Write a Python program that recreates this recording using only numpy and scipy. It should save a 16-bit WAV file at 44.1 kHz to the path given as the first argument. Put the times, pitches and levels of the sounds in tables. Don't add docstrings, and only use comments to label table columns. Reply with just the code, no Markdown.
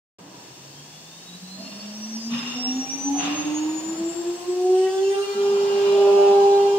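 import sys
import numpy as np
from scipy import signal
from scipy.io import wavfile
from scipy.ndimage import uniform_filter1d

SR = 44100
rng = np.random.default_rng(int(sys.argv[2]) if len(sys.argv) > 2 else 0)


def int16_out(signal):
    q = np.round(np.clip(np.atleast_2d(signal).T, -1, 1) * 32767)
    wavfile.write(sys.argv[1], SR, q.astype(np.int16))


N = 298998
START_S = .185
SIDES = np.array([[1], [-1]])

# t/s, speed/Hz
SPEED_RAMP = [(0, 100.3), (5.245, 399.7), (5.9, 399.8), (6.3, 399.4), (6.78, 399.9)]
def spindle_speed():
    return in_time(SPEED_RAMP)[0]


# t/s, level/dB, pan/dB, lead/rad
HUM_CURVE = [(0.41, -62, 2, 0.39), (0.68, -52, -1, 0.19), (1.26, -55.5, -0.4, 0.29), (1.34, -39, 2, -0.14),
             (1.55, -42.5, -1, -0.15), (2.02, -36.5, -1, -0.082), (2.33, -26.5, 0, 0.18),
             (2.81, -22, -1, 0.2), (2.94, -33, -6, 0.54), (3.07, -23, 3, 0.39), (3.54, -26, -5, 0.57),
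             (3.61, -24, -3.5, 0.39), (4.13, -22.5, 2, 0.063), (4.5, -14, 0, 0.42), (4.55, -23, 1, 0.29),
             (4.71, -15.5, -1, -0.0028), (5.05, -15, 0, 0.37), (5.61, -19, -2, 0.24),
             (5.69, -21.5, -3, 0.5), (6.04, -14.5, -2.5, 0.4), (6.51, -15, -1, 0.13),
             (6.78, -19.5, -0.5, 0.081)]
def shaft_hum(turns):
    level_db, pan_db, lead = in_time(HUM_CURVE)
    gain, shift = standing_waves()
    flutter_db = climbing() * (1 - 1.5 * speed_octaves()) * drift(14.7)
    return gain * from_db(level_db + flutter_db) * pan(pan_db) * tone(turns + shift, lead)


# t/s, half width/s, depth/dB, right ear's delay/s
HUM_DIPS = [(1.397, 0.032, -17.5, -0.005), (1.465, 0.026, -4, -0.005), (1.69, 0.02, -23, -0.0064),
            (1.809, 0.017, -18, -0.0028), (2.247, 0.056, -5, -0.003), (2.415, 0.021, -9.5, -0.0024),
            (2.53, 0.086, -17.5, -0.0077), (2.64, 0.045, -9.5, -0.0089), (2.865, 0.081, -23, -0.008),
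            (3.026, 0.051, -15.5, -0.017), (3.224, 0.026, -10.5, -0.015), (3.364, 0.022, -32.5, -0.002),
            (3.439, 0.024, -24, 0.0099), (3.804, 0.081, -13.5, -0.012), (3.964, 0.034, -13, -0.0024),
            (4.144, 0.047, -39, 0.012), (4.231, 0.024, -14.5, -0.0092), (4.381, 0.11, -28, 0.008),
            (4.446, 0.074, -23, -0.013), (4.906, 0.032, -9.5, -0.019), (4.985, 0.061, -8.5, -0.033),
            (5.153, 0.019, -12.5, -0.012), (5.261, 0.067, -27, 0.018), (5.345, 0.042, -14, -0.0014)]
def standing_waves():
    path = np.ones((2, N), complex)
    for dip_s, width_s, depth_db, right_later_s in HUM_DIPS:
        away = (clock() - dip_s + SIDES * right_later_s / 2) / width_s
        path *= (away + 1j * from_db(depth_db)) / (away + 1j)
    return np.abs(path), np.angle(path) / (2 * np.pi)


# multiple of the speed, start t/s, level/dB, extra while climbing/dB,
# level while shaking/dB, pan/dB, lead at full speed/rad, lead while climbing/rad
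OVERTONES = [(2, 3.9, 0, 4, -21, -3, -0.9, -0.5), (3, 2.5, 5.5, -1, -41, 2, 2.4, -0.6)]
def hum_overtones(turns, rise_s=0.11, db_per_octave=16):
    shaking = swell(peak_s=6.37, spread_s=0.24)
    out = np.zeros((2, N))
    for order, start_s, db, load_db, shake_db, pan_db, steady_lead, climb_lead in OVERTONES:
        lead = steady_lead + (climb_lead - steady_lead) * climbing()
        drive_db = db + load_db * climbing() + db_per_octave * speed_octaves()
        running = ramp(start_s, rise_s) * gantry_gain(order * spindle_speed()) * from_db(drive_db)
        level = np.hypot(running, from_db(shake_db) * shaking)
        gain, shift = fading(share=0.15, rate=12)
        waver = from_db(drift(18))
        wave = tone(order * turns + shift, lead + 0.79 * drift(1.9))
        out += gain * level * waver * wave * pan(pan_db + 1.8 * drift(1.5))
    return out


# f/Hz, width/Hz, level/dB
GANTRY_RESONANCES = [(660, 95, -45), (745, 60, -34.5), (788, 26, -39), (836, 20, -30.5), (929, 55, -41.5),
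                     (1064, 70, -51), (1190, 90, -49)]
def gantry_gain(hz):
    gains = [from_db(db) / (1 + (2 * (hz - centre) / width) ** 2)
             for centre, width, db in GANTRY_RESONANCES]
    return np.sqrt(sum(gain ** 2 for gain in gains))


# f/Hz, level/dB, pan/dB, lead/rad
HOUSING_RESPONSE = [(2800, -68, -1, 1), (3150, -61, -1, 1.3), (3450, -55, 0, 1.7), (3750, -50, 0, 1.5),
                    (4000, -49, -3, 2), (4300, -43, -4, 1.7), (4500, -49, 2, .9), (4700, -57, 0, 2),
                    (4900, -42, 2, 2.7), (5100, -35.5, 3, 2.7), (5420, -37, 0, 2.8), (5620, -28, 2, 3),
                    (5780, -27, 1, 2.9), (5950, -29, 6, 2.3), (6200, -30.5, 1, 2.7), (6450, -36, 0, 2.9),
                    (6750, -38, 3, .7), (7000, -38.5, 3, 1), (7250, -39, 9, 2), (7550, -45, 10, 1.7),
                    (7850, -55, 5, .8), (8250, -52, 6, .2), (8500, -57, 3, 2), (8730, -47, 5, 1.4),
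                    (9100, -51, 3, 1.5), (10500, -62, 0, 1.5)]
# base f/Hz, multiple of the speed added to it, relative level/dB, start t/s
WHISTLE_TONES = [ (0, 22, 0, .6), (0, 26.025, -12, 1.5), (0, 28.025, -22, 1.6), (12000, -22, -22, 1.8),
                 (6000, 16, -19, .95), ]
def motor_whistle(turns, rise_s=0.14, unloaded_db=-20):
    housing_hz, *columns = np.transpose(HOUSING_RESPONSE)
    out = np.zeros((2, N))
    for base_hz, order, db, start_s in WHISTLE_TONES:
        hz = base_hz + order * spindle_speed()
        housing_db, pan_db, lead = [np.interp(hz, housing_hz, column) for column in columns]
        gain, shift = fading(share=0.35, rate=16)
        wave = tone(base_hz * clock() + order * turns + shift, lead)
        out += ramp(start_s, rise_s) * gain * from_db(db + housing_db) * pan(pan_db) * wave
    load_db = -0.5 + unloaded_db * (1 - climbing())
    return in_hall(out * from_db(load_db), wet_db=-5)


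# f/Hz, level/dB
BUZZ_SPECTRUM = [(1400, -50.5), (1600, -50.5), (1900, -52), (2000, -58), (2250, -56), (2400, -52),
                 (2600, -54.5), (2800, -46.5), (3000, -50), (3200, -52), (3600, -52), (3800, -68),
                 (4000, -52), (4200, -64), (4400, -55), (4700, -56.5), (5200, -59), (5600, -59.5),
                 (6000, -61.5), (6800, -56.5), (7200, -58), (7600, -75), (8800, -91)]
def bearing_buzz(turns, db_per_octave=17, early_db=-14):
    orders = np.arange(4, 23)
    level_db = db_per_octave * speed_octaves() + early_db * (1 - ramp(start_s=4.7, rise_s=0.08))
    tones_db = [at_hz(BUZZ_SPECTRUM, order * spindle_speed()) for order in orders]
    chirp = climbing()
    buzz = tone_stack(turns, orders, tones_db, waver_db=3.5 + 1.5 * chirp, jitter=0.026 + .05 * chirp)
    return from_db(level_db) * buzz


# multiple of the speed, relative level/dB
RATTLE_TONES = [(.5, -48.5), (1.5, -34.5), (2.5, -44.5), (3.5, -49), (4.5, -56), (5.5, -56.5), (6.5, -51),
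                (7.5, -50), (8.5, -52.5), (9.5, -74), (10.5, -67.5), (12.5, -56), (13.5, -71.5),
                (14.5, -68)]
# f/Hz, relative level/dB
RUSTLE_SPECTRUM = [(60, -29.5), (150, -6), (230, -7.5), (300, -10), (380, -1), (480, 1), (650, -9.5),
                   (800, -1), (950, 1), (1300, -11.5), (2000, -24), (2900, -6.5), (4000, -21), (5200, -14),
                   (8000, -65.5), (15000, -47.5)]
def head_rattle(turns, tones_db=2, rustle_db=-37.5):
    orders = np.arange(15) + .5
    tones = tone_stack(turns, orders, at_hz(RATTLE_TONES, orders), waver_db=3.5, jitter=0.035)
    tones *= from_db(tones_db) * swell(peak_s=6.19, spread_s=0.24)
    knocks = rms_one(1 + 0.32 * np.cos(np.pi * turns))
    bands = noise_bands(RUSTLE_SPECTRUM, flicker_db=.6)
    rustle = sum(band * (knocks if hz > 1500 else 1) for hz, band in bands)
    return tones + from_db(rustle_db) * rattling() * rustle


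def rattling():
    return ramp(start_s=5.19, rise_s=0.36)


# t/s, level/dB, rise/s, hold/s, extra thud/dB, extra chatter/dB
PUFF_EVENTS = [(1.523, -52, 0.16, 0.1, 12, 1), (2.292, -38, 0.045, 0.098, 0.5, 2.5),
               (3.093, -46, 0.056, .05, -2, -7), (3.174, -32, 0.031, 0.064, 1, -2.5),
               (5.6, -40, 0.24, 0.05, -11.5, -2.5)]
# f/Hz, relative level/dB
PUFF_SPECTRUM = [(50, -47), (160, 1.5), (300, -2.5), (500, -2), (750, -4), (1200, 5), (1700, -5.5),
                 (2800, 4), (3700, -9), (4600, -5.5), (6000, -22.5), (9000, -46), (15000, -55)]
def air_puffs(thud_hz=600, t60_s=1.6):
    body, thud, metal = np.zeros((3, N))
    for start_s, db, rise_s, hold_s, thud_db, chatter_db in PUFF_EVENTS:
        tail_db = -60 * np.maximum(clock() - start_s - rise_s - hold_s, 0) / t60_s
        puff = ramp(start_s, rise_s) * from_db(db + tail_db)
        body = np.hypot(body, puff)
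        thud = np.hypot(thud, puff * from_db(thud_db))
        metal = np.hypot(metal, puff * from_db(chatter_db))
    bands = noise_bands(PUFF_SPECTRUM, flicker_db=1.2)
    air = sum(band * (thud if hz < thud_hz else body) for hz, band in bands)
    return air + metal * chatter()


# f/Hz, width/Hz, relative level/dB
METAL_RESONANCES = [(1086, 120, -5), (1379, 80, -9.5), (1866, 110, -10.5), (2470, 90, -5), (2790, 88, -1.5),
                    (3030, 74, -5), (3600, 130, -2), (3940, 210, -10), (4060, 99, -14.5),
                    (5100, 200, -12.5)]
def chatter(taps_per_s=110, spread_db=2):
    taps = (rng.random(N) < taps_per_s / SR) * from_db(spread_db * rng.uniform(-1, 1, N))
    out = np.zeros((2, N))
    for hz, width_hz, db in METAL_RESONANCES:
        strikes = taps * spread(*rng.standard_normal((2, N)), hz)
        ring = signal.lfilter(*signal.iirpeak(hz, hz / width_hz, fs=SR), strikes + 1e-18)
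        out += from_db(db) * rms_one(ring)
    return rms_one(in_hall(out, wet_db=7.5))


# t/s, f/Hz, width/Hz, level/dB, time to fade by 60 dB/s
PART_RINGS = [(.185, 176, 34.6, -48, 1.4), (.185, 307.4, 66, -47.5, 1.7), (.3, 962, 25, -51, 2),
              (.44, 383, 40, -47, 0.49), (1.56, 640, 55, -45.5, 2.8), (1.58, 248, 40, -40.5, 0.62),
              (1.63, 2720, 220, -52, 1.9), (2.3, 166, 45.3, -42.5, 1.4), (2.33, 2780, 129, -39.5, 2.1),
              (2.54, 495, 50, -46.5, 1.4), (2.85, 2390, 80, -46.5, 1.5), (3.13, 762, 79.6, -32.5, 1.7),
              (3.17, 179, 61, -42, 1.5), (3.2, 2670, 100, -40, 1.9), (3.32, 590, 29.3, -43, 1.9),
              (3.851, 195, 50, -39, 0.86), (3.98, 198, 40, -42, 0.27), (4.73, 2980, 300, -47.5, 5),
              (5.15, 1357, 80, -46, 3), (5.2, 4370, 200, -44, 0.95), (5.331, 222.3, 34.6, -41.5, 6.6),
              (5.35, 1386, 44.5, -44.5, 3), (5.401, 4960, 448, -48.5, 9), (5.42, 827, 130, -41.5, 12),
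              (5.55, 575, 80, -45, 3), (5.58, 4600, 1467, -43, 2.3), (5.9, 630, 50, -34, 1.3),
              (6.15, 720, 40, -32.5, .9), (6.17, 894, 110, -37.5, 10)]
def ringing_parts(rise_s=0.029):
    out = np.zeros((2, N))
    for start_s, hz, width_hz, db, t60_s in PART_RINGS:
        age = np.maximum(clock() - start_s, 0)
        out += ramp(start_s, rise_s) * from_db(db - 60 * age / t60_s) * resonance(hz, width_hz)
    return out


# t/s, relative rumble level/dB, relative rush level/dB
AIR_LEVELS = [(.185, 5, 7), (.6, 5, 2), (1.4, 3.5, 1.5), (2.1, 3, 5.5), (2.8, 10.5, 7.5), (3.9, 11.5, 13.5),
              (4.7, 1.5, 5.5), (5.2, 2.5, 7.5), (5.8, -0.5, 3.5), (6.78, -15, -28)]
# f/Hz, relative level/dB
AIR_SPECTRUM = [(30, -32), (80, -16), (160, -5), (300, -1), (600, -4), (1050, -6), (2000, -11), (2900, -5),
                (3800, -7), (5600, -2.5), (7300, -8), (9500, -17), (12000, -47), (15000, -17)]
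# f/Hz, width/Hz, relative level/dB
HISS_PEAKS = [(1730, 110, -65), (4430, 220, -56), (5510, 150, -57), (7270, 260, -58)]
def background_air(rumble_hz=250, rush_hz=800, hiss_hz=4500):
    closed = 1 - ramp(START_S, rise_s=0.22)
    hiss_db = 4 + 3 * speed_octaves() - 6 * closed
    levels_db = np.array([*in_time(AIR_LEVELS), hiss_db])
    anchors = np.log([rumble_hz, rush_hz, hiss_hz])
    out = np.zeros((2, N))
    for hz, band in noise_bands(AIR_SPECTRUM, flicker_db=.5):
        shares = [np.interp(np.log(hz), anchors, row) for row in np.eye(3)]
        out += band * from_db(shares @ levels_db - 45.5)
    singing = sum(from_db(db) * resonance(hz, width_hz) for hz, width_hz, db in HISS_PEAKS)
    return out + from_db(hiss_db - 3) * singing


def bed_echo(x, delay_s=1 / 905, strength=.22):
    echo = np.array([np.interp(clock() - delay_s, clock(), side) for side in x])
    return (x + strength * echo) / np.hypot(1, strength)


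def in_hall(x, wet_db, early_t60_s=0.089, tail_t60_s=1.2, early_share=0.85):
    t = np.arange(int(tail_t60_s * SR)) / SR
    early = early_share * from_db(-120 * t / early_t60_s) / early_t60_s
    tail = (1 - early_share) * from_db(-120 * t / tail_t60_s) / tail_t60_s
    echoes = rms_one(np.sqrt(early + tail) * rng.standard_normal((2, len(t)))) / np.sqrt(len(t))
    reverb = signal.fftconvolve(x, echoes, axes=1)[:, :N]
    wet = from_db(wet_db)
    return (x + wet * reverb) / np.hypot(1, wet)


def fading(share, rate):
    echoed = np.clip(share * climbing(), 0, 1)
    path = np.sqrt(1 - echoed) + np.sqrt(echoed / 2) * (drift(rate) + 1j * drift(rate))
    return np.abs(path), np.angle(path) / (2 * np.pi)


# f/Hz, likeness (1 or more means the same wave)
EAR_LIKENESS = [(60, 5.5), (250, 1.1), (600, 0.5), (1100, 0.15), (2000, 0), (3200, 0.36), (5500, -0.54),
                (8000, 0.13), (15000, 0.2)]
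# f/Hz, pan/dB
EAR_BALANCE = [(60, -1.3), (400, -1.7), (1200, -0.97), (3000, 1.7), (6000, 1.9), (9000, 1.8), (13000, -1.5)]
def spread(mid, side, hz):
    alike = np.clip(at_hz(EAR_LIKENESS, hz), -1, 1)
    pair = np.sqrt((1 + alike) / 2) * mid + np.sqrt((1 - alike) / 2) * side * SIDES
    return pair * pan(at_hz(EAR_BALANCE, hz))


def noise_bands(spectrum, flicker_db):
    edges = np.geomspace(40, 17000, 27)
    centres = np.sqrt(edges[1:] * edges[:-1])
    gains = from_db(at_hz(spectrum, centres))
    gains /= np.sqrt(np.sum(gains ** 2 * np.diff(edges)) / (SR / 2))
    white = rng.standard_normal((2, 2, N))
    for k, hz in enumerate(centres):
        band = signal.butter(2, edges[k:k + 2], "band", fs=SR, output="sos")
        mid, side = signal.sosfilt(band, white[k % 2])
        yield hz, spread(mid, side, hz) * gains[k] * from_db(flicker_db * drift(47))


def resonance(hz, width_hz):
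    band = signal.butter(2, [hz - width_hz / 2, hz + width_hz / 2], "band", fs=SR, output="sos")
    return rms_one(spread(*signal.sosfilt(band, rng.standard_normal((2, N))), hz))


def tone_stack(turns, orders, levels_db, waver_db, jitter):
    out = np.zeros((2, N))
    for order, db in zip(orders, levels_db):
        gain = from_db(db + waver_db * drift(15))
        lead = min(order / 2, 1.5) * rng.choice([-1, 1]) + .5 * drift(4.9)
        out += gain * tone(order * turns + jitter * np.sqrt(order) * drift(16), lead)
    return out


def tone(cycles, lead):
    return np.sqrt(2) * np.sin(2 * np.pi * (cycles + rng.random()) + SIDES * lead / 2)


def climbing():
    climb = np.gradient(spindle_speed())
    return uniform_filter1d(np.clip(climb / climb.max(), 0, 1), SR // 4)


def speed_octaves():
    speed = spindle_speed()
    return np.log2(speed / speed.max())


def drift(rate):
    pole = np.exp(-80 * np.pi * rate / SR)
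    slow = signal.lfilter([1], [1, -2 * pole, pole * pole], rng.standard_normal(N // 40 + 2002))[2000:]
    return np.interp(np.arange(N) / 40, np.arange(len(slow)), rms_one(slow))


def ramp(start_s, rise_s):
    return np.clip((clock() - start_s) / rise_s, 0, 1)


def swell(peak_s, spread_s):
    return np.exp(-.5 * ((clock() - peak_s) / spread_s) ** 2)


def in_time(rows):
    times, *columns = np.transpose(rows)
    return [np.interp(clock(), times, column) for column in columns]


def at_hz(points, hz):
    pitches, values = np.transpose(points)
    return np.interp(np.log(hz), np.log(pitches), values)


def pan(db):
    return from_db(SIDES * db / 2)


def from_db(db):
    return 10 ** (np.asarray(db) / 20)


def rms_one(x):
    return x / np.sqrt(np.mean(x ** 2) + 1e-20)


def clock():
    return np.arange(N) / SR


def scene():
    turns = np.cumsum(spindle_speed()) / SR + 0.0025 * drift(12)
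    roughness = 1 + 0.042 * rattling() * drift(45)
    hum = in_hall(roughness * (shaft_hum(turns) + hum_overtones(turns)), wet_db=-22)
    spindle = hum + motor_whistle(turns) + bearing_buzz(turns) + head_rattle(turns)
    return spindle + bed_echo(background_air() + air_puffs()) + ringing_parts()


def record(dry, cutoff_hz=15600):
    lowpass = signal.ellip(12, .1, 90, cutoff_hz, fs=SR, output="sos")
    return signal.sosfilt(lowpass, dry * ramp(START_S, rise_s=.002))


dry = scene()
out = record(dry)
int16_out(out)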